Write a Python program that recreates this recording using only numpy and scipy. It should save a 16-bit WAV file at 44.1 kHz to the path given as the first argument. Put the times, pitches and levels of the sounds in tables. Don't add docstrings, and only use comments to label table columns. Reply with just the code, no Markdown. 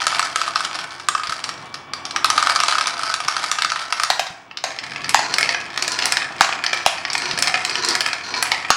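import sys
import numpy as np
from scipy import signal
from scipy.fft import rfft, irfft
from scipy.io import wavfile
from scipy.ndimage import uniform_filter1d

SR = 44100
rng = np.random.default_rng(int(sys.argv[2]) if len(sys.argv) > 2 else 0)


def master(y):
    cut = np.clip(np.atleast_2d(y).T, -1, 1)
    pcm = np.round(cut * 32767)
    wavfile.write(sys.argv[1], SR, pcm.astype(np.int16))


N = 386316

# t/s, ring level/dB, crack level/dB
LANDINGS = [(0.018, -20, -21.5), (0.068, -14, -14.5), (0.126, -18, -37), (0.147, -25, -22.5),
            (0.194, -13, -14.5), (0.227, -19, -23), (0.359, -16, -17), (0.415, -15.5, -20),
            (0.478, -18, -26.5), (0.558, -13, -17), (0.605, -18.5, -26), (0.649, -22, -19.5),
            (0.755, -25.5, -25.5), (0.789, -26.5, -28), (0.907, -37, -33), (0.998, -30, -33),
            (1.0863, -12.5, -14.5), (1.15, -12.5, -25), (1.178, -32, -27), (1.196, -21, -32),
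            (1.234, -25.5, -24.5), (1.271, -36, -24), (1.295, -22.5, -24), (1.323, -19.5, -25),
            (1.44, -32, -20), (1.491, -24, -23.5), (1.742, -31, -25.5), (1.935, -26, -21),
            (2.053, -33, -23), (2.109, -33, -25), (2.162, -19, -16), (2.245, -9.5, -10.5),
            (2.302, -15.5, -13), (2.379, -9.5, -14.5), (2.426, -12.5, -18.5), (2.47, -10, -23),
            (2.497, -12, -16.5), (2.56, -13.5, -16), (2.602, -14.5, -14.5), (2.635, -14, -18),
            (2.683, -13, -16), (2.724, -15, -20), (2.753, -15, -23), (2.783, -14, -18.5), (2.81, -16, -18),
            (2.871, -18, -17.5), (2.993, -21, -27), (3.033, -18.5, -22.5), (3.099, -21, -24.5),
            (3.14, -17, -16.5), (3.203, -21.5, -24), (3.283, -15, -15), (3.366, -17, -20),
            (3.44, -17.5, -21.5), (3.515, -16.5, -14.5), (3.586, -17.5, -21), (3.621, -21, -14),
            (3.647, -14.5, -17.5), (3.701, -35, -21), (3.719, -16, -21), (3.759, -21, -27.5),
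            (3.925, -15.5, -16), (3.998, -16, -20.5), (4.035, -14, -14)]
# start t/s, end t/s, level/dB
POUR_GUSHES = [(-0.1, 0.196, -26), (0.34, 0.805, -30.5), (1.215, 1.333, -29.5), (1.44, 1.575, -40.5),
               (2.28, 2.852, -24), (2.86, 3.812, -30), (3.78, 4.085, -33)]
# start t/s, end t/s, full-speed level/dB
TUB_SLIDES = [(2.0, 2.19, -26)]
# f/Hz, level/dB
MOTOR_TONES = [(90.5, -59), (280, -60.5), (350, -56), (1098, -49), (1147, -51), (1798, -63), (2293, -49.5),
               (3445, -57.5), (4183, -80), (4813, -75)]
# t/s, level/dB
MOTOR_LEVEL = [(0, 3.5), (1.3, 1.5), (1.8, 2.5), (2.2, 8), (2.8, 2.5), (4.5, -6), (5.2, 4.5), (8.76, 4)]
# t/s, level/dB
RUMBLE_LEVEL = [(0, -53.5), (1.2, -56), (1.5, -48), (2.15, -52), (2.4, -49.5), (4.5, -57.5), (5.1, -41.5),
                (5.7, -49), (6.4, -49), (7.0, -54), (7.35, -41), (7.7, -46.5), (8.76, -53)]
# t/s, level/dB
TABLE_BUMPS = [(1.29, -40), (3.261, -45), (4.304, -40.5), (7.337, -35)]
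# t/s, ring level/dB, crack level/dB, hardness (extra treble)/dB
DROP_HITS = [(4.1021, -13, -11.5, 1), (4.1945, -14, -15.5, 4.5), (4.267, -29.5, -28, -5),
             (4.6393, -25, -17.5, -4), (5.1447, -4.5, -9, 5), (5.1918, -17, -19.5, -4),
             (6.4088, -3.5, -8, 4), (6.4452, -20, -20.5, -3), (6.4906, -20.5, -24.5, -2),
             (6.8622, -7, -10, 2.5), (8.7037, -7.5, -8.5, 3)]
TRACK_HITS = [(4.512, -31.5, -44, -9), (4.572, -46, -21.5, -9), (4.788, -30, -24, -3),
              (4.837, -33, -33, -3), (4.92, -27.5, -40, 1), (4.96, -23, -32, -18), (5.044, -29, -25, -9),
              (5.093, -24, -16, 7), (5.34, -27, -13, 2), (5.384, -13, -15, 14), (5.409, -18, -21, 12),
              (5.429, -14.5, -17, 5), (5.491, -14.5, -18.5, -5), (5.546, -16, -21.5, -18),
              (5.776, -25, -19, 0), (5.824, -22, -16, 10), (5.879, -25, -18.5, 11), (5.919, -42, -19, 8),
              (5.989, -21.5, -16.5, 5), (6.023, -23, -19, 0), (6.056, -22, -14, 16),
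              (6.122, -20, -13, 11.5), (6.17, -18, -14.5, -5), (6.22, -19.5, -32, -11),
              (6.526, -18, -30, 0), (6.639, -17.5, -22, 3), (6.664, -21.5, -17, -12),
              (6.731, -14, -19.5, 6), (6.773, -29, -23.5, -1), (6.982, -27, -31, -16),
              (7.051, -22, -20, -13), (7.101, -27, -21, -7), (7.132, -32, -19.5, 9), (7.152, -16, -21.5, 5),
              (7.179, -31, -23, 10), (7.22, -31, -23.5, 1), (7.256, -21.5, -26, 1), (7.312, -26, -18, -4),
              (7.376, -21.5, -23, 4), (7.388, -23, -21, 19), (7.424, -22, -11.5, 9), (7.473, -23, -17, -3),
              (7.478, -18, -23, 9), (7.542, -13.5, -20, -1), (7.65, -27, -17, 8), (7.696, -25, -23, 8),
              (7.755, -19.5, -19, 2), (7.848, -35, -18, 13), (7.887, -36, -14, 10), (7.907, -33, -18, -3),
              (7.952, -18.5, -15.5, 8), (8.007, -23.5, -14, 10.5), (8.062, -17.5, -20.5, 10),
              (8.131, -21, -22, 0), (8.34, -20.5, -24, -14), (8.426, -15.5, -15, 30),
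              (8.518, -15, -12.5, -8), (8.648, -23.5, -45, -4)]
# start t/s, end t/s, full-speed level/dB
BRIDGE_RUNS = [(5.12, 5.33, -26.5), (5.7, 6.07, -25.5), (6.6, 6.82, -36), (7.05, 7.34, -27),
               (7.62, 7.91, -22.5), (8.2, 8.38, -27.5)]

# f/Hz, level/dB, t60/s (the time to fade by 60 dB)
HOPPER_TONES = [(703, -20.5, 0.035), (1047, -4.5, 0.013), (1270, 2, 0.028), (1547, -6.5, 0.025),
                (1777, -20, 0.027), (2615, -17.5, 0.028), (3175, -15.5, 0.014)]
HEAP_TONES = [(674, -8.5, 0.053), (863, -2, 0.021), (1090, -0.5, 0.021), (1280, -1.5, 0.047),
              (1510, 3, 0.028), (1777, -2, 0.029), (2280, -0.5, 0.014)]
TABLE_TONES = [(107, -14, 0.16), (132, -11, 0.14), (165, 0, 0.079)]
TUB_TONES = [(845, 5, 0.034), (970, -3, .05), (1020, 8, 0.038), (1153, -14, 0.063)]
DROP_TONES = [(770, 0, .013), (900, -7, .013), (1220, -5, .009), (1650, -9, .007)]
TRACK_TONES = [(714, -11.5, 0.047), (917, -8, 0.02), (1304, -8, 0.043), (1760, 3.5, 0.02), (2138, 0, 0.024),
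               (2468, 2.5, 0.02), (3140, 0, 0.011)]
BRICK_TONES = [(4395, 1.5, 0.013), (5266, 3.5, 0.014), (5800, -3.5, 0.013)]
BRIDGE_TONES = [(283, -10, 0.17), (361, 1, 0.09), (454, -4.5, 0.081), (730, -16, 0.017), (1000, 10, 0.038),
                (1430, 12, 0.03), (1810, 6.5, 0.041), (4150, 2, 0.044), (4250, 15, 0.022), (5300, 6, 0.016),
                (5750, 15, 0.015)]

# f/Hz, level/dB
HOPPER_COLOUR = [(150, -26.5), (600, -14.5), (1800, -1.5), (3700, -1.5), (4600, 1), (5500, -1.5),
                 (6300, -8.5), (7500, -11.5), (10000, -17), (11800, -33), (16000, -42)]
GEAR_COLOUR = [(20, -7), (50, -32), (80, -20), (120, 5), (170, 8), (210, 3), (290, 10.5), (480, 2),
               (700, 13.5), (1200, 11), (2300, 1.5), (3200, 3), (5000, -18.5), (7000, -40), (11000, -39),
               (16000, -40)]
RUMBLE_COLOUR = [(20, -25), (45, -18), (65, -11), (90, -11), (135, 2.5), (170, -3.5), (205, -5.5),
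                 (280, -2.5), (330, -9), (480, -4), (900, -39), (4000, -51)]
DROP_COLOUR = [(100, -22.5), (400, -14), (540, -20), (680, -3), (1000, -4.5), (1800, 1.5), (3300, -2.5),
               (4400, 1.5), (5500, -3), (7500, -13.5), (10000, -21.5), (12000, -30), (16000, -41)]
TRACK_COLOUR = [(150, -35), (1200, -4), (2600, -1), (3700, -1), (4300, 1), (4750, 3.5), (5350, -1.5),
                (5800, -4.5), (6600, -7.5), (7800, -11.5), (10000, -18), (11800, -31.5), (16000, -40)]
# f/Hz, t60/s
ECHO_TIMES = [(200, 0.25), (600, 0.62), (1400, 0.64), (3700, 0.33), (7000, 0.47), (13000, 0.26)]

HIT_TIME = np.arange(SR // 8) / SR


def gain(db):
    return 10 ** (np.asarray(db) / 20)


def unit(x):
    return x / np.sqrt(np.mean(x ** 2))


def curve(rows):
    times, levels = np.transpose(rows)
    return np.interp(np.arange(N) / SR, times, levels)


def since(s):
    return np.maximum(np.arange(N) / SR - s, 0)


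def fade(t, t60):
    return np.exp(-np.log(1000) * t / t60)


def wander(rate):
    step = int(SR / rate)
    stairs = np.repeat(rng.standard_normal(N // step + 1), step)
    return unit(uniform_filter1d(stairs, step)[:N])


def add(out, s, sound):
    i = max(int(s * SR), 0)
    out[i:i + len(sound)] += sound[:max(N - i, 0)]


def colour(x, points, size=2048):
    hz, db = np.transpose(points)
    f = np.maximum(np.arange(size // 2 + 1) * SR / size, 1)
    gains = gain(np.interp(np.log(f), np.log(hz), db))
    cepstrum = irfft(np.log(gains))
    cepstrum[1:size // 2] *= 2
    cepstrum[size // 2 + 1:] = 0
    return signal.fftconvolve(x, irfft(np.exp(rfft(cepstrum))))[:len(x)]


def cut_bass(x, hz, order):
    return signal.sosfilt(signal.butter(order, hz, "high", fs=SR, output="sos"), x)


def unit_hit(x):
    return x / np.sqrt(np.mean(x[:SR // 147] ** 2))


def ring(tones, scatter_db=2, detune=0.018, rise_s=0.00027):
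    hz, db, t60 = np.transpose(tones)[:, :, None]
    weight, shift, side = rng.standard_normal((3, len(tones), 1))
    waves = np.sign(side) * np.sin(2 * np.pi * hz * (1 + detune * shift) * HIT_TIME)
    ringing = np.sum(gain(db + scatter_db * weight) * waves * fade(HIT_TIME, t60), axis=0)
    swell = 1 - np.exp(-HIT_TIME / rise_s)
    return unit_hit(swell * ringing)


def crack(spectrum, t60, hard_db=0):
    hz, db = np.transpose(spectrum)
    spot_db = 3 * rng.standard_normal(len(hz))
    treble = np.interp(hz, [5500, 8000], [0, 1])
    linger = gain(-17) * fade(HIT_TIME, t60=0.046)
    burst = rng.standard_normal(len(HIT_TIME)) * (fade(HIT_TIME, t60) + linger)
    return unit_hit(colour(burst, np.column_stack([hz, db + spot_db + hard_db * treble])))


def hits(rows, tones, spectrum, crack_t60, scatter_db, detune, rise_s):
    rings, cracks = np.zeros((2, N))
    loudest_db = np.array(rows)[:, 2].max()
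    for s, ring_db, crack_db, hard_db in rows:
        stretch = 0.5 + 0.14 * (loudest_db - crack_db)
        bounce_s = s + rng.uniform(0.003, 0.014)
        add(rings, s, gain(ring_db) * ring(tones, scatter_db, detune, rise_s))
        add(cracks, s, gain(crack_db) * crack(spectrum, crack_t60 * stretch, hard_db))
        add(cracks, bounce_s, gain(crack_db - 11) * crack(spectrum, crack_t60, hard_db))
    return rings, cracks


def rattle(tones, spectrum, crack_t60, crack_db, rate, spread_db, spots=12):
    out = np.zeros(N)
    for _ in range(spots):
        flurry = np.maximum(wander(22), 0) * 2.5
        at = np.flatnonzero(rng.random(N) < flurry * rate / spots / SR)
        taps = np.zeros(N)
        taps[at] = gain(spread_db * rng.uniform(-0.84, 1, len(at)))
        tap_sound = ring(tones) + gain(crack_db) * crack(spectrum, crack_t60)
        out += signal.oaconvolve(taps, tap_sound)[:N]
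    return unit(out)


def downhill(rows, stop_t60, power):
    return sum(gain(db) * np.minimum(since(start) / (end - start), 1) ** power
               * fade(since(end), stop_t60) for start, end, db in rows)


def heap_level(rise_s=0.071, settle_t60=0.89):
    gushes = [gain(db) * np.minimum(since(start) / rise_s, 1) * fade(since(end), settle_t60)
              for start, end, db in POUR_GUSHES]
    return np.max(gushes, axis=0)


def hopper():
    landings = [(s, ring_db, crack_db, 0.5 + 0.25 * (ring_db + 20)) for s, ring_db, crack_db in LANDINGS]
    pops, cracks = hits(landings, HOPPER_TONES, HOPPER_COLOUR,
                        crack_t60=0.011, scatter_db=2, detune=0.018, rise_s=0.00096)
    heap = rattle(HEAP_TONES, HOPPER_COLOUR, crack_t60=0.012, crack_db=1.5, rate=200, spread_db=6.5)
    tub = rattle(TUB_TONES, HOPPER_COLOUR, crack_t60=0.016, crack_db=-18, rate=650, spread_db=6, spots=4)
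    clatter = cracks + heap * heap_level() + tub * downhill(TUB_SLIDES, stop_t60=1.3, power=3.1)
    echoes = room(gain(-7.5) * pops + gain(-3) * clatter)
    return cut_bass(pops + clatter + echoes, hz=466, order=3)


def echo_tail(onset_s=0.0045):
    t = np.arange(SR) / SR
    f = np.maximum(np.arange(SR // 2 + 1), 1)
    hz, t60 = np.transpose(ECHO_TIMES)
    noise = rfft(rng.standard_normal(SR))
    bands = (irfft(noise * np.interp(np.log(f), np.log(hz), share), SR) for share in np.eye(len(hz)))
    tail = sum(band * fade(t, decay) for band, decay in zip(bands, t60))
    tail *= np.clip(2 * t / onset_s - 1, 0, 1)
    tail /= np.sqrt(np.sum(tail ** 2))
    return colour(tail, [(300, 1.7), (800, -2), (1200, -2), (2500, -2.6), (5000, -4), (13000, -4)])


def room(x):
    place = 2 * wander(6)
    return sum(signal.oaconvolve(x * share, echo_tail())[:N] for share in (np.cos(place), np.sin(place)))


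def motor(wobble=0.0042, flutter_db=1.8):
    motor_time = np.cumsum(1 + wobble * wander(9)) / SR
    hum = sum(gain(db + flutter_db * wander(25)) * np.sin(2 * np.pi * hz * motor_time)
              for hz, db in MOTOR_TONES)
    gears = unit(colour(rng.standard_normal(N), GEAR_COLOUR)) * gain(2.5 * wander(40))
    return (gain(-1) * hum + gain(-44) * gears) * gain(curve(MOTOR_LEVEL))


def table_top():
    out = unit(colour(rng.standard_normal(N), RUMBLE_COLOUR)) * gain(curve(RUMBLE_LEVEL))
    for s, db in TABLE_BUMPS:
        add(out, s, gain(db) * ring(TABLE_TONES))
    return out


def whine(hz=15617):
    return gain(-76) * np.sin(2 * np.pi * hz * np.arange(N) / SR)


def drops():
    clunks, cracks = hits(DROP_HITS, DROP_TONES, DROP_COLOUR,
                          crack_t60=0.013, scatter_db=4.5, detune=0.012, rise_s=0.0011)
    clunks = cut_bass(clunks, hz=590, order=5)
    echoes = room(gain(-11) * clunks + gain(-0.5) * cracks)
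    return cut_bass(clunks + cracks + echoes, hz=275, order=2)


def track():
    rings, cracks = hits(TRACK_HITS, TRACK_TONES, TRACK_COLOUR,
                         crack_t60=0.013, scatter_db=3, detune=0.052, rise_s=0.00017)
    chatter = rattle(TRACK_TONES, TRACK_COLOUR,
                     crack_t60=0.0092, crack_db=-3.5, rate=220, spread_db=10.5)
    bridge = rattle(BRIDGE_TONES, TRACK_COLOUR,
                    crack_t60=0.017, crack_db=-4, rate=400, spread_db=2.5, spots=8)
    bridge *= downhill(BRIDGE_RUNS, stop_t60=0.3, power=0.89)
    direct = rings + gain(-2) * cracks + brick_pings() + chatter * chatter_level() + bridge
    return cut_bass(direct + gain(-3) * room(direct), hz=222, order=2)


def brick_pings():
    out = np.zeros(N)
    for s, _, crack_db, _ in TRACK_HITS:
        add(out, s, gain(crack_db - 4) * ring(BRICK_TONES, scatter_db=1.5, detune=0.026, rise_s=0.0004))
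    return out


def chatter_level(chatter_db=-10, calm_t60=0.36, roll_db=-36.5, start_s=4.64):
    kicks = np.zeros(N)
    for s, ring_db, crack_db, _ in TRACK_HITS:
        add(kicks, s, np.array([gain(ring_db) ** 2 + gain(crack_db - 4) ** 2]))
    energy = signal.lfilter([1], [1, -fade(1 / SR, calm_t60) ** 2], kicks)
    shaking = gain(chatter_db) * np.sqrt(energy)
    return np.hypot(shaking, gain(roll_db)) * (since(start_s) > 0)


def scene():
    return (hopper() + motor() + table_top() + whine() + drops() + track())[None]


def record(dry, top_hz=16300):
    treble_cut = signal.ellip(8, 0.2, 70, top_hz, fs=SR, output="sos")
    return signal.sosfilt(treble_cut, np.clip(dry, -1, 1))


dry = scene()
out = record(dry)
master(out)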